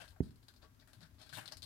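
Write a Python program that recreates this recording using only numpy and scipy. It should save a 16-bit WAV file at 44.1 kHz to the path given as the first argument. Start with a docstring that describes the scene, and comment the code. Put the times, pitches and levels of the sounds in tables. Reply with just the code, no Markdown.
"""Sharp ticks and short gritty scrapes, close by on the left: insects scrabble among dry crumbs
in a plastic tub. Each contact is an impulsive force that excites the thin wall, the hollow
and the tub's normal modes. Below them lie the low rumble of a quiet room, a few faint nudges
and one soft, dull bump. Once, something slips on the plastic with a brief thin squeak."""
import sys
import numpy as np
from scipy import signal
from scipy.fft import rfft, irfft, next_fast_len
from scipy.io import wavfile

SR = 44100
rng = np.random.default_rng(int(sys.argv[2]) if len(sys.argv) > 2 else 0)


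def wav_out(sig):
    """Save sig, one row per channel (or a flat mono array), as 16-bit PCM at SR to the path in sys.argv[1]."""
    wavfile.write(sys.argv[1], SR, np.round(np.clip(np.atleast_2d(sig).T, -1, 1) * 32767).astype(np.int16))


N = 72765
WALL_RIGHT_DB = -12.5  # the wall's sound at the right ear, relative to the left


def undb(db):
    """Decibels to amplitude ratio."""
    return 10 ** (np.asarray(db) / 20)


def unit(x):
    """Scale to rms 1."""
    return x / np.sqrt(np.mean(x ** 2) + 1e-30)


def colour(x, points):
    """Minimum-phase filter through (frequency_hz, gain_db) points, by folding the cepstrum."""
    n = 2 * next_fast_len(x.shape[-1])
    hz, db = np.array(points, float).T
    f = np.maximum(np.arange(n // 2 + 1) * SR / n, 1)
    gain = undb(np.interp(np.log(f), np.log(hz), db))
    cepstrum = irfft(np.log(gain), n)
    cepstrum[1:n // 2] *= 2
    cepstrum[n // 2 + 1:] = 0
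    return irfft(rfft(x, n) * np.exp(rfft(cepstrum)), n)[..., :x.shape[-1]]


def add(out, x, start_s):
    """Superpose x on out from start_s."""
    i = max(int(start_s * SR), 0)
    n = max(min(x.shape[-1], N - i), 0)
    out[..., i:i + n] += x[..., :n]


def seconds(length_s):
    """Time axis."""
    return np.arange(int(length_s * SR)) / SR


def fade(t, t60_s):
    """Exponential decay, 60 dB in t60_s."""
    return np.exp(-np.log(1000) * t / t60_s)


def swell(t, peak, rise, fall):
    """Envelope that is 20 dB down one rise before and one fall after its peak."""
    return 10. ** -np.where(t < peak, ((peak - t) / rise) ** 2, (t - peak) / fall)


def pair(left_db=0, right_db=0):
    """Interaural level difference as two gains."""
    return undb([[left_db], [right_db]])


def echoes(t, t60_s, build_s):
    """Diffuse reflections that build and decay: unit energy, uncorrelated between the ears."""
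    response = rng.standard_normal((2, len(t))) * fade(t, t60_s) * (1 - np.exp(-t / build_s))
    return response / np.sqrt(np.sum(response ** 2, axis=1, keepdims=True))


def ring(x, response):
    """Convolve x with a two-channel impulse response."""
    return signal.fftconvolve(x[None], response, axes=1)[:, :N]


def grains(n, per_s, scatter_db):
    """Shot noise: tiny impacts of uneven size at random times, rms 1."""
    hits = rng.random(n) < per_s / SR
    signs = rng.choice([-1, 1], n)
    sizes = undb(scatter_db * np.minimum(rng.exponential(size=n), np.pi))
    return unit(hits * signs * sizes)


def touch(x, body_db, top_db, resonance_hz):
    """Contact spectrum: heavier contacts have more body, harder ones more top; each has a resonance."""
    resonance_db, width_oct = 8.5, 0.33
    f = np.geomspace(100, 20000, 128)
    tilt = np.interp(np.log(f), np.log([1600, 3670, 5300, 9100]), [body_db, 0, 0, top_db])
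    resonance = resonance_db * np.exp(-(np.log2(f / resonance_hz) / width_oct) ** 2)
    return colour(x, np.c_[f, tilt + resonance])


def crawl():
    """Faint legs patter throughout as a Poisson process. Yields (start_s, force)."""
    yield 0, undb(-79.5) * grains(N, per_s=95, scatter_db=6.5)


def scrapes():
    """Friction through the crumbs breaks into swells of tiny impacts. Yields (start_s, force)."""
    # Strokes through the crumbs: peak_s, rise_s, fall_s, level_db, body_db, top_db, resonance_hz
    strokes = [(.008, 0.075, 0.028, -48, 7.5, 2.5, 2880), (.048, .008, 0.036, -62, 2.5, 7.5, 2640),
               (.090, 0.014, 0.036, -64.5, -2, 9, 4560), (.135, 0.026, 0.024, -79.5, 15, 8, 840),
               (.243, 0.031, .05, -66.5, 5, 8.5, 4430), (.435, 0.013, 0.038, -72, -12, 8, 4160),
               (.492, 0.0061, 0.025, -58.5, -0.5, -1, 1470), (.555, .04, 0.032, -75, 11.5, 3, 4360),
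               (.640, 0.028, 0.033, -60, 6, -6.5, 380), (.825, 0.022, 0.024, -70, 5.5, -12, 2160),
               (.888, 0.016, 0.071, -66, 1, 3.5, 1600), (.960, 0.024, 0.074, -71.5, 5.5, 8, 3660),
               (1.035, .03, 0.06, -59.5, 0, -1, 1590), (1.224, .042, 0.044, -54, 3, 0, 4130),
               (1.268, 0.011, 0.021, -60, 7, 6, 4120), (1.348, 0.032, 0.075, -51.5, 3.5, 8, 3530),
               (1.382, 0.026, 0.023, -47.5, 9.5, 6, 2570), (1.434, .03, 0.062, -61.5, 8.5, 7.5, 2070),
               (1.487, 0.016, 0.015, -60, 7, -12, 2120), (1.528, .006, 0.0083, -52.5, 7.5, 1, 590),
               (1.634, 0.0097, 0.026, -53, 3, 6, 3900)]
    t = seconds(.2)
    for peak, rise, fall, db, body_db, top_db, hz in strokes:
        start = max(peak - 2 * rise, 0)
        grit = grains(len(t), per_s=1300, scatter_db=5.5) * swell(t + start, peak, rise, fall)
        yield start, undb(db) * touch(grit, body_db, top_db, hz)


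def ticks():
    """A sharp impact is a broadband impulse with a moment of crunch. Yields (start_s, force)."""
    # Impacts on the plastic: start_s, level_db, body_db, top_db, resonance_hz
    impacts = [(.0100, -33, 5.5, -12, 1810), (.0185, -30, 1, -19, 1760), (0.0412, -31.5, 7.5, -4, 1600),
               (.0790, -33.5, 3, 1, 4400), (0.1068, -40, 0, 8, 3580), (.1625, -53, 23, 10, 720),
               (.2870, -46, 8, -1, 4030), (0.3077, -42.5, 5, 4.5, 4170), (.3590, -45.5, 0, 10.5, 4430),
               (0.4288, -45, 4, 4, 4570), (.4835, -30, 1.5, 3.5, 4350), (0.539, -43, 5, 7, 4420),
               (0.563, -36.5, -31, -5, 4700), (0.6229, -40.5, 5, -5, 4160), (.7990, -37, -7, -3, 4130),
               (0.8102, -39, -8, -12, 5000), (.8750, -39.5, 3.5, 9, 1600), (0.9328, -31.5, 1.5, 4, 4000),
               (1.0070, -37.5, 4, 3.5, 4330), (1.016, -35, 5, 1, 4200), (1.0298, -32.5, -3, -7, 4300),
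               (1.0500, -43, 9, -8, 1600), (1.185, -44, 8.5, -3, 3930), (1.2928, -28, -6, 1, 4580),
               (1.298, -34, 5.5, 3, 3600), (1.3277, -28, 5, 1, 1600), (1.3335, -23.5, -1, 4, 1600),
               (1.3530, -24, -6, 5, 3460), (1.372, -25.5, 8.5, 9, 14100), (1.3790, -26, 9.5, 2, 800),
               (1.411, -35, 10, 12.5, 1600), (1.4577, -25, 0.5, 3.5, 4260), (1.4778, -20, -6, -1, 3550),
               (1.5150, -33.5, 6.5, 1, 4480), (1.522, -19, 0, 1, 5250), (1.5702, -26, -7, 8, 4750),
               (1.6215, -23, -10, 0.5, 4200), (1.6290, -20.5, -8.5, 1, 4300), (1.6430, -39, -9, 16, 4000)]
    t, crunch_gain = seconds(.012), 0.26
    for start, db, body_db, top_db, hz in impacts:
        crunch = crunch_gain * echoes(t, t60_s=0.0053, build_s=0.00013)[0]
        click = ((t == 0) + crunch) / np.hypot(1, crunch_gain)
        yield start, undb(db) * touch(click, body_db, top_db, hz)


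def tub(contacts):
    """Linear response: each spot has its own wall flutter and hollow echoes; all share modes and room."""
    # Normal modes of the tub: pitch_hz, level_db, t60_s
    tub_modes = [(351, -53, 0.12), (634, -43.5, 0.16), (891, -48, 0.15), (1139, -50, 0.18), (1399, -51, .1),
                 (1546, -49, 0.088), (1592, -48.5, 0.31), (1700, -49, 0.13), (2270, -48, 0.092),
                 (3645, -48, .07), (3700, -48, .07), (4240, -46, .06), (4530, -49, .06), (5280, -49, .055)]
    # Spectrum common to all contacts: frequency_hz, gain_db
    contact_spectrum = [(60, -20.5), (170, -4), (300, -2), (480, -8.5), (620, 2.5), (1000, -5), (1600, 1),
                        (2100, -4.5), (3300, -1.5), (4200, 0), (5100, -2), (6200, -8.5), (8000, -8),
                        (11000, -11), (14000, -16.5), (16000, -30.5)]
    local, total_force = np.zeros((2, N)), np.zeros(N)
    t = seconds(.08)
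    direct = pair(right_db=-27) * (t == 0)
    for start, force in contacts:
        wall = pair(right_db=WALL_RIGHT_DB) * undb(1.5) * echoes(t, t60_s=0.031, build_s=0.00092)
        hollow = pair(right_db=-13.5) * undb(1) * echoes(t, t60_s=0.097, build_s=0.0054)
        add(local, ring(force, direct + wall + hollow), start)
        add(total_force, force, start)
    t = seconds(.25)
    modes = sum(undb(db) * np.sin(2 * np.pi * hz * t) * fade(t, t60) for hz, db, t60 in tub_modes)
    room = undb(-12) * echoes(t, t60_s=0.19, build_s=.015)
    shared = pair(right_db=WALL_RIGHT_DB) * modes + room
    return colour(local + ring(total_force, shared), contact_spectrum)


def room_tone():
    """Stationary noise: a rumble largely coherent between the ears and a faint incoherent hiss."""
    # Spectral shapes of the room's noise: frequency_hz, density_db
    rumble_spectrum = [(20, -15.5), (50, -3.5), (105, 1), (160, -11.5), (205, -15), (250, -9), (320, -15.5),
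                       (500, -27.5), (1000, -53.5), (4000, -70.5)]
    hiss_spectrum = [(100, 6.5), (600, -3.5), (1000, 0.5), (1600, -1.5), (2500, -6.5), (4200, -8.5),
                     (6500, -9), (9200, -13), (11500, -8), (16000, -12)]
    common = rng.standard_normal(N)
    rumble = unit(colour(common + 0.49 * rng.standard_normal((2, N)), rumble_spectrum))
    hiss = unit(colour(rng.standard_normal((2, N)), hiss_spectrum))
    return undb(-64) * pair(right_db=-6) * rumble + undb(-72.5) * pair(right_db=-2.5) * hiss


def nudges():
    """Structure-borne vibration: low noise bands swell as the tub or the microphone is jostled."""
    # Faint jolts: peak_s, rise_s, fall_s, level_db, pitch_hz
    jolts = [(.11, 0.038, 0.15, -57, 74.6), (.69, 0.055, 0.04, -66, 60.4),
             (1.034, 0.068, 0.089, -55.5, 128), (1.16, 0.063, 0.1, -58.5, 78),
             (1.371, 0.067, 0.13, -51.5, 123.7), (1.566, 0.015, 0.083, -52.5, 80.4),
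             (1.631, 0.046, 0.15, -54.5, 117)]
    half_width_oct = 0.47
    t, out = seconds(.4), np.zeros(N)
    f = np.maximum(np.arange(len(t) // 2 + 1) * SR / len(t), 1)
    for peak, rise, fall, db, hz in jolts:
        start = max(peak - 2 * rise, 0)
        band = 1 / (1 + (np.log2(f / hz) / half_width_oct) ** 4)
        noise = irfft(rfft(rng.standard_normal(len(t))) * band, len(t))
        envelope = swell(t + start, peak, rise, fall)
        envelope_rms = np.sqrt(np.mean(envelope ** 2))
        add(out, undb(db) * envelope_rms * unit(noise * envelope), start)
    return pair(right_db=-10) * out


def bump():
    """A soft knock and its small rebound excite damped low modes, louder on the right; the room echoes."""
    # Knock and rebound: start_s, level_db
    knocks = [(0.2044, -19), (0.2127, -33.5)]
    # Modes of the struck body: pitch_hz, level_db, t60_s
    body_modes = [(70.7, -6, 0.08), (150.4, -0.5, 0.035), (257, -1.5, 0.029), (379.5, -15.5, 0.043)]
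    # Spectra of the soft contact and of the room's echo: frequency_hz, gain_db
    soft_spectrum = [(20, -38), (45, -3), (90, 3), (420, -1), (540, -13), (900, -15), (1200, -35.5),
                     (2000, -11.5), (2600, -45), (8000, -62)]
    echo_spectrum = [(40, -8.5), (110, 1), (170, -2.5), (260, -1.5), (400, -10), (600, -4.5), (2000, -14)]
    t, knock = seconds(0.7), np.zeros(N)
    body = sum(undb(db) * np.cos(2 * np.pi * hz * t) * fade(t, t60) for hz, db, t60 in body_modes)
    thud = colour(body, soft_spectrum)
    for start, db in knocks:
        add(knock, undb(db) * thud, start)
    mid, side = echoes(t, t60_s=0.34, build_s=0.0091)
    room = colour(np.array([mid + .5 * side, mid - .5 * side]), echo_spectrum)
    return pair(left_db=-8) * knock + undb(-14) * ring(knock, room)


def squeak():
    """A slip on the plastic rings one narrow resonance; a random walk of phase sets its linewidth."""
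    pitch_hz, linewidth_hz = 1120, 15
    t = np.arange(N) / SR
    drift = np.cumsum(rng.standard_normal(N)) * np.sqrt(2 * np.pi * linewidth_hz / SR)
    tone = np.sin(2 * np.pi * pitch_hz * t + drift)
    envelope = swell(t, peak=.65, rise=.02, fall=.05)
    return pair(right_db=WALL_RIGHT_DB) * undb(-61) * envelope * tone


def scene():
    """Superposition of the tub's sounds and the low sounds, which reach the left ear a little earlier."""
    right_lag_s = .0003
    left, right = bump() + nudges() + room_tone()
    right = np.pad(right, (int(right_lag_s * SR), 0))[:N]
    insects = tub([*crawl(), *scrapes(), *ticks()])
    return insects + squeak() + np.array([left, right])


def record(dry):
    """Band limiting: a steep elliptic low-pass cuts the highest treble."""
    cutoff_hz = 15900
    return signal.sosfilt(signal.ellip(10, .2, 70, cutoff_hz, fs=SR, output="sos"), dry)


dry = scene()
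out = record(dry)
wav_out(out)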